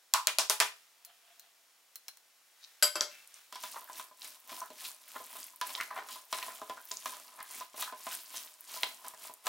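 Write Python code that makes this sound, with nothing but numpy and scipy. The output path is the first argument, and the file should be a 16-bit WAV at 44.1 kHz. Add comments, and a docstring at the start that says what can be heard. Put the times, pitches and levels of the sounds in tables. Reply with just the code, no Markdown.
"""First a hand slaps spices out of an upturned china bowl over a faint hiss: sharp cracks and hollow rings.
Fingers then wipe and tick on the bowl (coloured grains of noise), and it lands on a plate and rattles still.
Last, a wooden spoon stirs moist diced vegetables in a wide pan: cracks and pan rings make the knocks,
crowds of tiny clicks make the squelch, scrape and tumble, and short flurries make the scuffs and gurgles.
All this happens in a small kitchen, whose echo is noise that dies away."""
import sys
import numpy as np
from scipy import signal
from scipy.fft import rfft, irfft
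from scipy.io import wavfile

SR = 44100
rng = np.random.default_rng(int(sys.argv[2]) if len(sys.argv) > 2 else 0)


def to_wav(s):
    """Save 16-bit WAV."""
    ch = np.atleast_2d(s).T  # columns
    pcm = np.round(np.clip(ch, -1, 1) * 32767)  # PCM
    wavfile.write(sys.argv[1], SR, pcm.astype(np.int16))


N = 418068
TIME = np.arange(N) / SR  # seconds
RING_TIME = TIME[:16384]

# Levels in the tables are relative: each sound and the room set the final loudness.
# Slaps of the palm on the bowl:
# (t/s, ring level/dB, crack level/dB, boom of the air under the bowl/dB, favoured f/Hz, favour/dB)
SLAPS = [(0.1372, -0.5, -6, -14.5, 1050, 10.5), (0.2708, -5.5, -6.5, 1, 2400, 12),
         (0.385, -0.5, -8.5, 0, 5800, 5.5), (0.4975, -.5, -8.5, 0, 11000, 4),
         (0.601, 2.5, -8.5, -2.5, 1900, 8)]
# Average ring of a slap: (f/Hz, level/dB)
SLAP_RING = [(490, -31.5), (1050, -25.5), (1900, -30), (3400, -26), (5800, -25), (11000, -25.5)]
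# Edges of the pitch bands that shape a slap: f/Hz
SLAP_BANDS = [300, 800, 1400, 2600, 4500, 7500, 16000]
# Ringing air between bowl and pan: (f/Hz, level/dB, time to die by 60 dB/s)
HOLLOW_MODES = [(420, 5, .24), (530, -3, .16), (630, 12, .11), (665, 10, .11), (861, 1, .22), (980, 3, .2),
                (1033, 4, .2), (1092, 1, .2), (1200, 0, .22), (1305, -4, .22), (1400, -7, .2),
                (1577, -4, .2), (1771, -5, .2), (1986, -3, .2), (2430, 2, .22), (2704, -5, .2),
                (3400, -4, .18), (5770, -5, .2), (6245, -3, .17)]
# Fingers wiping the bowl, then the bowl shifting on the plate: (peak t/s, rise/s, fall/s, level/dB)
WIPES = [(0.76, 0.057, 0.39, -64.5), (1.33, .7, 0.24, -68), (2.66, 0.4, 1, -64), (3.12, 0.056, 0.36, -56.5),
         (3.37, 0.18, 0.23, -58.5)]
# Colour of the wiping: (f/Hz, level/dB)
WIPE_COLOUR = [(200, -24), (600, -5), (1500, 2.5), (3300, 3), (7000, 0), (16000, -4.5)]
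# Fingers tick on the held bowl: (t/s, ring level/dB, crack level/dB, brightness/dB per octave)
TICKS = [(1.0479, -4.5, -21.5, 4), (1.395, -7, -24, 1.5), (1.956, 1, -17, 2.5), (2.0815, 5.5, -14, -1),
         (2.1707, -12, -28, -1)]
# Average ring of a tick: (f/Hz, level/dB)
TICK_RING = [(420, -64), (1500, -47), (3900, -40.5), (7300, -49), (12000, -39.5)]
# Ringing of the held bowl: (f/Hz, level/dB, time to die by 60 dB/s)
HELD_BOWL_MODES = [(1567, -18, 0.17), (4200, 7, 0.096), (6300, -11, .1), (10200, -3, 0.11), (13990, -7, .1)]
# Edges of the pitch bands that shape ticks and landings: f/Hz
CHINA_BANDS = [200, 900, 2500, 6000, 9000, 16000]
# Faint hollow rubbing as the bowl is turned over: (peak t/s, rise/s, fall/s, level/dB)
RUBS = [(1.11, 0.15, 0.069, -63.5), (1.32, 0.22, 0.082, -66.5), (1.44, .1, 0.11, -67)]
# Colour of the rubbing: (f/Hz, level/dB)
RUB_COLOUR = [(400, -32), (600, -19), (690, 1), (800, -16), (1400, -11), (2200, -18), (3300, -8),
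              (5000, -28), (9000, -49)]
# A finger slides on the china with a thin gritty scratch: (peak t/s, rise/s, fall/s, level/dB)
SLIDES = [(1.41, 0.027, .06, -64), (2.645, 0.033, 0.042, -54.5)]
# The bowl lands on the plate and rocks: (t/s, ring level/dB, crack level/dB, brightness/dB per octave)
LANDINGS = [(2.8245, 1, -2.5, 0), (2.955, -12.5, -13, -3.5), (3.008, -13, 1.5, -3)]
# Average ring of a landing: (f/Hz, level/dB)
LANDING_RING = [(420, -35), (1500, -25), (3900, -20.5), (7300, -20), (12000, -22.5)]
# Ringing of bowl and plate together: (f/Hz, level/dB, time to die by 60 dB/s)
CHINA_MODES = [(600, -7, .14), (1028, -12, .14), (1285, -9, .12), (1400, -9, .12), (1530, -4, .15),
               (2150, -19, .35), (2643, -11, .14), (3187, -9, .19), (4560, -2, .09), (4790, 3, .1),
               (4920, 3, .12), (5227, -14, .2), (7370, -4, .07), (7620, 1, .08), (7741, 1, .12),
               (7820, -1, .1), (10020, -8, .1), (10290, -2, .14), (11440, -4, .14), (12480, -4, .18),
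               (13110, -11, .2)]
# The bowl settles on the plate: (peak t/s, rise/s, fall/s, level/dB)
RATTLES = [(3.115, 0.031, 0.13, -54.5), (3.2, .05, 0.12, -63)]
# Colour of the settling: (f/Hz, level/dB)
RATTLE_COLOUR = [(400, -13), (1500, 1), (2700, 6), (4800, -17), (9000, -22)]
# Sharp clacks of the spoon's edge and pops of wet food: (t/s, level/dB, f/Hz)
CLICKS = [(3.274, -33, 9200), (3.3415, -30, 7000), (3.842, -29, 13300), (3.9306, -31, 5840),
          (4.218, -24.5, 3820), (4.6037, -24.5, 6350), (5.429, -26, 5870), (5.5594, -30, 12300),
          (5.7504, -15, 3700), (5.8099, -16, 1860), (6.426, -20.5, 2550), (6.8528, -27, 14600),
          (6.9149, -15.5, 5400), (6.9697, -19.5, 6030), (7.4275, -24.5, 11500), (7.8212, -20, 4000),
          (8.6071, -26, 12800), (8.8322, -6, 2940), (9.0814, -20.5, 9800), (9.3377, -28, 10200)]
# Spoon knocks on the pan: (t/s, ring level/dB, hardness of the contact/dB, thud into the table/dB)
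KNOCKS = [(3.524, -47.5, 8, 7), (3.5548, -40.5, -1, -5), (3.6352, -39, 3.5, 2), (3.7421, -50, 0, 5),
          (3.7583, -43, -6, -2), (3.8961, -43, -7, 3), (3.9956, -39, 0, -7), (4.111, -53.5, -15, 7),
          (4.493, -49, 4, 3), (4.5172, -58.5, 15, 28.5), (4.6149, -34, -19, -5.5), (4.7022, -55, 6, 25),
          (5.158, -39.5, -10, 9), (5.2001, -46, -16, 12), (5.352, -50.5, 3, 11), (5.5342, -55, -11, -9),
          (5.6118, -29.5, 1.5, -8.5), (5.777, -38.5, -16, -9), (5.809, -40.5, 6.5, -15),
          (5.909, -36.5, -12, -3), (5.958, -42, -7, -15), (5.984, -40, -14, 5), (6.086, -45.5, 4, -10),
          (6.158, -45, -7, -3), (6.326, -32.5, 5.5, 4), (6.3843, -38.5, 4, -6), (6.4266, -42, 6, -5),
          (6.481, -42.5, -4, 9), (6.615, -40.5, -6.5, 13.5), (6.6957, -38, -2, 13), (6.7714, -47.5, -4, 6),
          (6.9113, -46, 9, 9.5), (7.057, -34, 2, 1.5), (7.125, -40, -8, -13), (7.402, -45, 1.5, 1),
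          (7.6079, -36.5, -7, -2.5), (7.7412, -51, -5, 16), (7.778, -53.5, 0, 18.5), (7.8233, -37.5, 7, -1),
          (7.8759, -41, -12, -16), (7.9236, -41, -8, 10), (8.066, -38.5, 0.5, 11.5), (8.34, -49, 3, 10.5),
          (8.763, -43.5, -3, 4), (8.832, -37, 8.5, 9), (9.0453, -45.5, -2, 7), (9.1358, -50.5, -7, 9),
          (9.2952, -47, -18, 12.5), (9.467, -29.5, 2.5, 2)]
# Average ring of a knock: (f/Hz, level/dB)
KNOCK_RING = [(240, -28), (620, -13), (1050, -0.5), (1840, -9.5), (3950, -8)]
# How much of the hardness each pitch gets: (f/Hz, share)
HARD_SHARE = [(1050, 0.036), (1840, 0.57), (3950, 1)]
# How much of the thud each pitch gets: (f/Hz, share)
THUD_SHARE = [(240, 1), (620, 0.77), (1050, 0.071)]
# Edges of the pitch bands that shape a knock: f/Hz
PAN_BANDS = [130, 450, 850, 1300, 2600, 6000]
# Ringing of the pan, damped by its food: (f/Hz, level/dB, time to die by 60 dB/s)
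PAN_MODES = [(260, -2, 0.081), (428.6, -10.5, 0.19), (507, -12.5, 0.1), (622.5, -3, 0.12),
             (686.5, 1.5, 0.077), (831.6, -4.5, 0.17), (1010.3, 9, 0.085), (1016, -1.5, 0.099),
             (1230, 2.5, 0.069), (1423, -4.5, 0.086), (1662, -1, 0.058), (1870, -14.5, 0.091),
             (2370, -26, 0.055)]
# Pushes of the spoon through the food: (peak t/s, rise/s, fall/s, squelch level/dB, scrape level/dB)
PUSHES = [(3.66, 0.2, 0.21, -47.5, -64), (3.77, 0.25, 0.18, -53.5, -55.5), (3.986, 0.12, 0.11, -45.5, -53),
          (4.243, 0.084, 0.2, -46, -59.5), (4.524, 0.097, 0.26, -45.5, -53),
          (4.855, 0.16, 0.12, -42.5, -54.5), (5.16, 0.27, 0.46, -51, -59), (5.40, 0.27, 0.18, -47.5, -58),
          (5.67, 0.044, 0.25, -44.5, -49), (5.815, 0.23, 0.16, -48.5, -54),
          (5.975, .08, 0.13, -55.5, -43.5), (6.11, 0.09, .18, -45, -56), (6.345, 0.058, 0.36, -44, -50.5),
          (6.47, 0.14, 0.39, -52, -57), (6.71, 0.23, 0.33, -56.5, -64), (6.96, 0.24, 0.42, -50, -64),
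          (7.07, 0.059, 0.34, -46.5, -53), (7.42, 0.29, 0.059, -61, -54), (7.59, 0.21, 0.091, -43.5, -54.5),
          (7.808, 0.083, 0.14, -40, -50), (8.01, 0.096, 0.18, -51, -64), (8.13, 0.16, 0.2, -42.5, -57),
          (8.362, 0.15, 0.25, -44.5, -57), (8.75, 0.17, 0.2, -44, -58), (8.845, 0.088, 0.31, -49, -55),
          (9.07, 0.11, 0.11, -52, -50.5), (9.244, 0.11, 0.1, -44, -55.5),
          (9.47, 0.038, 0.091, -41.5, -43.5)]
# Colour of the squelching: (f/Hz, level/dB)
SQUELCH_COLOUR = [(710, -35.5), (1200, -6.5), (2790, -4.5), (3550, -3.5), (7010, -3.5), (9640, -2),
                  (11000, -4.5), (14900, -2.5), (16000, -4), (16500, -36)]
# Colour of the scraping: (f/Hz, level/dB)
SCRAPE_COLOUR = [(200, -25), (450, -2), (700, 1.5), (1100, 0.5), (2000, -4.5), (3500, -7), (7000, -21),
                 (16000, -22)]
# Colour of the tumbling dice: (f/Hz, level/dB)
TUMBLE_COLOUR = [(20, -31), (70, -20), (130, -18), (240, 6), (400, 1.5), (700, -30), (2000, -38)]
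# Squeezed pockets of moisture gurgle: (peak t/s, rise/s, fall/s, level/dB, f/Hz)
GURGLES = [(3.555, 0.034, 0.04, -49, 3600), (4.25, 0.064, 0.067, -54, 3500), (4.85, .06, 0.051, -45, 3770),
           (5.17, .05, 0.097, -59, 2400), (6.13, .05, .06, -47, 4200), (7.56, 0.06, 0.072, -53.5, 2600),
           (8.12, .04, 0.061, -47, 3000), (8.36, .05, .08, -49, 3500)]
# The spoon's edge judders over a bare patch of pan: (peak t/s, rise/s, fall/s, level/dB, f/Hz)
SCUFFS = [(3.765, 0.037, 0.05, -43.5, 1130), (3.889, 0.037, 0.032, -52, 1350),
          (4.621, .02, 0.078, -47, 1400), (5.165, 0.018, 0.052, -49, 1400),
          (5.812, 0.047, 0.059, -39.5, 1720), (5.915, 0.02, 0.037, -41.5, 1420),
          (5.975, 0.033, 0.066, -40, 1580), (6.43, .02, 0.027, -44, 1900), (6.484, 0.025, 0.043, -42, 1570),
          (6.705, 0.018, 0.071, -49, 900), (6.775, .015, 0.059, -52, 1330),
          (7.409, 0.036, 0.078, -47.5, 1470), (7.88, .04, 0.1, -48.5, 1110),
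          (8.126, 0.023, 0.047, -47, 1500), (9.145, .012, 0.024, -57.5, 1480)]
# Colour of the faint steady hiss: (f/Hz, level/dB)
AIR_COLOUR = [(30, -47), (100, -25), (200, -15), (400, -8.5), (680, -2), (1500, -1.5), (3000, -2),
              (5500, -2), (9000, -4.5), (16000, -7.5)]
# Echo of the kitchen: (f/Hz, time to die by 60 dB/s)
KITCHEN_FADE = [(150, 0.18), (500, 0.33), (1400, 0.28), (4000, 0.3), (9000, 0.27), (16000, 0.22)]
# Difference between left and right: (f/Hz, level/dB)
WIDTH = [(100, -14), (400, -25), (1100, -14.5), (1600, -8.5), (2800, -6.5), (5500, -10), (9000, -10),
         (15000, -12)]

AIR_DB = -66.5  # hiss, before the room is added
# A movement climbs and sinks this far in its rise and fall times; a shape above 1 rounds the peak.
SWELL_DB, SWELL_SHAPE = 25, 1.186
RESTING_DB = -70.5  # the food keeps seeping between pushes
TUMBLE_DB = -21.5  # tumbling, against the mean of squelch and scrape
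EDGE_HZ = 16100  # highest pitch kept


def amp(db):
    """Turns decibels into a gain."""
    return 10 ** (np.asarray(db) / 20)


def unit(x):
    """Scales to an energy of one."""
    return x / np.sqrt(np.sum(x ** 2) + 1e-20)


def steady(x):
    """Scales to an average strength (rms) of one."""
    return unit(x) * np.sqrt(len(x))


def read(points, hz):
    """Reads a table between its points, on a log-pitch axis."""
    f, value = np.transpose(points)
    return np.interp(np.log(hz + 1), np.log(f), value)


def middles(edges):
    """Gives the middle pitch of each band."""
    return np.sqrt(np.multiply(edges[:-1], edges[1:]))


def add(mix, s, sound):
    """Adds a sound to the mix at time s."""
    part = mix[..., round(s * SR):][..., :sound.shape[-1]]
    part += sound[..., :part.shape[-1]]


def through(x, response):
    """Sets off the response at every sample of x (convolution), keeping the length."""
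    return signal.oaconvolve(x, response)[:len(x)]


def colour(x, points):
    """Filters to the given spectrum without sounding early, so that attacks stay sharp."""
    hz = abs(np.fft.fftfreq(2048, 1 / SR))
    log_gain = np.log(amp(read(points, hz)))
    # the Hilbert transform finds the phase that puts the energy as early as possible
    spectrum = np.exp(np.conj(signal.hilbert(log_gain)))
    return through(x, np.fft.ifft(spectrum).real)


def swell(t, rise, fall, db):
    """Gain of one movement, rising to its peak at time zero and falling away."""
    away = np.maximum(-t / abs(rise), t / abs(fall))
    return amp(db - SWELL_DB * np.minimum(away, 9) ** SWELL_SHAPE)


def swells(rows):
    """Gain of a series of movements, their energies added."""
    t = TIME[::32]
    energy = sum(swell(t - s, *shape) ** 2 for s, *shape in rows)
    return np.interp(TIME, t, np.sqrt(energy))


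def clumps(depth_db, seconds):
    """A gain that wanders at random, with one new value every given time."""
    knots = np.arange(0, TIME[-1] + 1, seconds)
    return np.interp(TIME, knots, amp(depth_db * rng.standard_normal(len(knots))))


def grains(per_s, range_db):
    """Random clicks, mostly small and a few large, with an rms of one."""
    size = amp(range_db * np.minimum(rng.exponential(1, N), 4.5))
    sign = rng.choice([-1, 1], N)
    happens = rng.random(N) < per_s / SR
    return steady(size * sign * happens)


def burst(t60):
    """Dying noise of energy one: many small ringing modes too close to tell apart."""
    return unit(rng.standard_normal(len(RING_TIME)) * amp(-60 * RING_TIME / t60))


def ring(modes, dense_db, dense_t60, split):
    """Clusters of close modes, a little different with each contact, over a wash of small dense ones."""
    hz, db, t60 = np.tile(np.transpose(modes), 3)[:, :, None]  # three close tones for each mode
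    size, phase, detune = rng.standard_normal((3, len(hz), 1))
    t = RING_TIME[:10000]
    level = amp(db + 2 * size - 60 * t / t60)
    tones = level * np.sin(2 * np.pi * hz * (1 + split * detune) * t + np.pi * phase)
    return unit(tones.sum(0)) + amp(dense_db) * burst(dense_t60)[:len(t)]


def weigh(x, edges, levels_db, bass_db, top_db):
    """Gives the first 30 ms of a blow its level in each band; bass_db and top_db set the gain beyond."""
    head = x[:SR * 3 // 100]
    power = np.cumsum(abs(rfft(head, SR // 10)) ** 2) * 20 / (SR * len(head))
    band_power = np.diff(power[np.array(edges) // 10])  # one step is 10 Hz
    gains = levels_db - 10 * np.log10(band_power)
    below = (edges[0] / 2, gains[0] + bass_db)
    above = (edges[-1] * 2, gains[-1] + top_db)
    return colour(x, [below, *zip(middles(edges), gains), above])


def crack(hz, spread, length):
    """A very short hard contact: noise around one pitch (spread in octaves), with a peak near one."""
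    u = RING_TIME[:512] / length  # length in seconds
    f = np.fft.rfftfreq(len(u), 1 / SR)
    band = np.exp(-.5 * (np.log2((f + 1) / hz) / spread) ** 2)
    noise = irfft(band * np.exp(2j * np.pi * rng.random(len(f))))
    return unit(noise * u * np.exp(-u)) * np.sqrt(length * SR)


def blows(rows, modes, edges, ring_db, crack_db, crack_hz, spread, length,
          dense_db, dense_t60, split, rise, lag, bass_db, top_db):
    """Each blow is a contact crack with the ring of the struck thing; rise and lag are in seconds."""
    out = np.zeros(N)
    for s, hard_db, *levels_db in rows:
        body = ring(modes, dense_db, dense_t60, split)
        body = body * (1 - np.exp(-TIME[:len(body)] / rise))
        add(out, s + lag, amp(ring_db) * weigh(body, edges, np.array(levels_db), bass_db, top_db))
        add(out, s + lag, amp(hard_db + crack_db) * crack(crack_hz, spread, length))
    return out


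def bursts(rows, per_s, octaves, length):
    """Short flurries of uneven taps, each flurry around its own pitch."""
    out = np.zeros(N)
    t = RING_TIME
    lead = t[-1] / 2  # puts the peak in the middle of the flurry
    for s, rise, fall, db, hz in rows:
        clicks = rng.standard_normal(len(t)) * (rng.random(len(t)) < per_s / SR)
        taps = steady(through(clicks, crack(hz, octaves, length)))
        add(out, s - lead, taps * swell(t - lead, rise, fall, db))
    return out


def air():
    """Faint steady hiss: coloured noise."""
    return amp(AIR_DB) * steady(colour(rng.standard_normal(N), AIR_COLOUR))


def slap_force(s, db, crack_db, boom_db, favoured_hz, favoured_db):
    """The palm favours one range of the bowl's ring; the air beneath booms in the lowest band."""
    hz = middles(SLAP_BANDS)
    octaves = 0.39  # width of the favoured range
    favour = favoured_db * np.exp(-.5 * (np.log2(hz / favoured_hz) / octaves) ** 2)
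    boom = boom_db * (hz == hz[0])
    return s, crack_db, *(db + read(SLAP_RING, hz) + favour + boom)


def slaps():
    """Slaps on the upturned bowl crack and set the air beneath it ringing."""
    return blows([slap_force(*row) for row in SLAPS], HOLLOW_MODES, SLAP_BANDS,
                 ring_db=-10.5, crack_db=-2.5, crack_hz=6040, spread=1.0, length=0.00037,
                 dense_db=9.5, dense_t60=0.21, split=0.0034, rise=0.00034, lag=0.00044,
                 bass_db=-24, top_db=-28)


def wipe():
    """Wiping and shifting china make crowds of tiny contacts, heard as a soft rustle."""
    return steady(colour(grains(2500, 2.7), WIPE_COLOUR)) * swells(WIPES)


def china_force(spectrum, s, db, crack_db, brightness):
    """A sharper touch tilts the china's ring towards the treble, around 3900 Hz."""
    hz = middles(CHINA_BANDS)
    return s, crack_db, *(db + read(spectrum, hz) + brightness * np.log2(hz / 3900))


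def ticks():
    """Fingers tick on the bowl; the hand damps it, so small dense modes outweigh the clear ones."""
    return blows([china_force(TICK_RING, *row) for row in TICKS], HELD_BOWL_MODES, CHINA_BANDS,
                 ring_db=-17.5, crack_db=-16.5, crack_hz=7400, spread=0.82, length=0.00029,
                 dense_db=5, dense_t60=0.045, split=0.015, rise=0.00024, lag=0.00092,
                 bass_db=-32, top_db=5)


def rub():
    """Rubbing makes grains of contact, coloured hollow by a peak near 690 Hz."""
    return steady(colour(grains(1500, 3.0), RUB_COLOUR)) * swells(RUBS)


def slide():
    """A sliding finger catches unevenly on the china in many tiny cracks."""
    scratch = through(grains(per_s=2000, range_db=7.5), crack(hz=4200, spread=0.4, length=0.001))
    return steady(scratch) * swells(SLIDES)


def landing():
    """China lands on china and rocks twice: each contact cracks and rings."""
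    return blows([china_force(LANDING_RING, *row) for row in LANDINGS], CHINA_MODES, CHINA_BANDS,
                 ring_db=-7, crack_db=-15, crack_hz=4850, spread=.3, length=0.00054,
                 dense_db=-3.5, dense_t60=.15, split=.008, rise=0.00026, lag=0.00045,
                 bass_db=-28.5, top_db=-34)


def settling():
    """Tiny contacts of china on china as the bowl comes to rest."""
    china = ring(CHINA_MODES, dense_db=4, dense_t60=0.023, split=0.0055)
    contacts = through(grains(per_s=230, range_db=1.5), china)
    return steady(colour(contacts, RATTLE_COLOUR)) * swells(RATTLES)


def clacks_and_pops():
    """The spoon's edge clacks and pockets of moisture pop: single short cracks."""
    out = np.zeros(N)
    for s, db, hz in CLICKS:
        add(out, s + 0.00061, amp(db - 10) * crack(hz, spread=0.41, length=0.00067))
    return out


def knock_force(s, db, hardness_db, thud_db):
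    """Bare wood cracks and rings bright, food cushions it; a downward knock thuds."""
    hz = middles(PAN_BANDS)
    hard = hardness_db * read(HARD_SHARE, hz)
    thud = thud_db * read(THUD_SHARE, hz)
    return s, db + hardness_db, *(db + read(KNOCK_RING, hz) + hard + thud)


def knocks():
    """Wood knocks on the pan and sets its damped modes ringing."""
    return blows([knock_force(*row) for row in KNOCKS], PAN_MODES, PAN_BANDS,
                 ring_db=-6, crack_db=0.5, crack_hz=4800, spread=1.1, length=0.00096,
                 dense_db=3, dense_t60=0.13, split=0.021, rise=0.00045, lag=.0007,
                 bass_db=-17, top_db=-28)


def squelch(squeeze):
    """Countless wet contacts part and close; pockets of each size burst in their own clumps."""
    pops = np.zeros(N)
    for hz in np.geomspace(1300, 15000, num=16):
        pop = unit(crack(hz, spread=.35, length=.0002))
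        pops += np.sqrt(hz) * clumps(3.5, .025) * through(grains(per_s=150, range_db=3.7), pop)
    crackle = amp(-4) * unit(grains(per_s=7000, range_db=2.8))
    wet = (unit(pops) + crackle) * clumps(1.5, .012)
    return steady(colour(wet, SQUELCH_COLOUR)) * squeeze


def scrape(drag, resting):
    """The spoon slips over eight spots of the pan, each with its own ring."""
    slips = np.zeros(N)
    for spot in range(8):
        spot_ring = ring(PAN_MODES, dense_db=5.5, dense_t60=0.025, split=0.0406)
        slips += through(grains(per_s=66, range_db=4.5), spot_ring)
    return steady(colour(slips, SCRAPE_COLOUR)) * np.hypot(drag, amp(-3.5) * resting)


def tumble(squeeze, drag):
    """Dull bumps of the dice, loudest when both squelch and scrape are strong."""
    bumps = steady(colour(grains(per_s=380, range_db=3), TUMBLE_COLOUR))
    return amp(TUMBLE_DB) * bumps * np.sqrt(squeeze * drag)


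def food():
    """Each push squeezes the food, drags the spoon on the pan and tumbles the dice."""
    pushes = np.array(PUSHES)
    resting = amp(RESTING_DB) * (TIME > KNOCKS[0][0])  # starts with the first knock
    squeeze = np.hypot(swells(pushes[:, :4]), resting)
    drag = swells(np.delete(pushes, 3, axis=1))  # leaves out the squelch level
    return squelch(squeeze) + scrape(drag, resting) + tumble(squeeze, drag)


def gurgles():
    """Squeezed food bubbles in quick short taps, 0.57 octaves wide."""
    return bursts(GURGLES, per_s=770, octaves=0.57, length=0.00047)


def scuffs():
    """The spoon slips in quick dull woody taps, 0.34 octaves wide."""
    return bursts(SCUFFS, per_s=450, octaves=0.34, length=0.0011)


def tail():
    """The small room's echo: noise from 4 ms on, each pitch dying at its own rate."""
    hz, t, z = signal.stft(rng.standard_normal(len(RING_TIME)), SR, nperseg=256)
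    fade = -60 * t / read(KITCHEN_FADE, hz)[:, None]
    echo = signal.istft(z * amp(fade), SR, nperseg=256)[1][:len(RING_TIME)]
    return unit(echo * (RING_TIME > .004))


def kitchen(x, wet_db, near_db, side_db):
    """Direct sound and room at two close microphones, which differ most near 3 kHz."""
    mid = x + amp(wet_db) * through(x, tail())
    late = np.pad(x, (SR // 2000, 0))[:N]  # a copy half a millisecond late
    side = colour(amp(near_db) * late + amp(side_db) * through(x, tail()), WIDTH)
    return np.array([mid + side, mid - side])


def scene():
    """The pan is almost straight ahead, the plate a little to the left."""
    bowl = slaps() + wipe() + ticks() + rub() + slide()
    spices = kitchen(air() + bowl, wet_db=-14.5, near_db=1, side_db=-4)
    china = kitchen(landing() + settling(), wet_db=-9, near_db=-3, side_db=-7)
    spoon_and_food = clacks_and_pops() + knocks() + food() + gurgles() + scuffs()
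    stirring = kitchen(spoon_and_food, wet_db=-9.5, near_db=-9.5, side_db=-4)
    # dB up on the left and down on the right
    plate_place, pan_place = amp([[1.4], [-1.4]]), amp([[.15], [-.15]])
    return china * plate_place + (spices + stirring) * pan_place


def record(dry):
    """Takes away the pitches above the band limit."""
    lowpass = signal.firwin(301, EDGE_HZ, window=("kaiser", 8), fs=SR)
    return signal.oaconvolve(dry, lowpass[None], "same")


dry = scene()
out = record(dry)
to_wav(out)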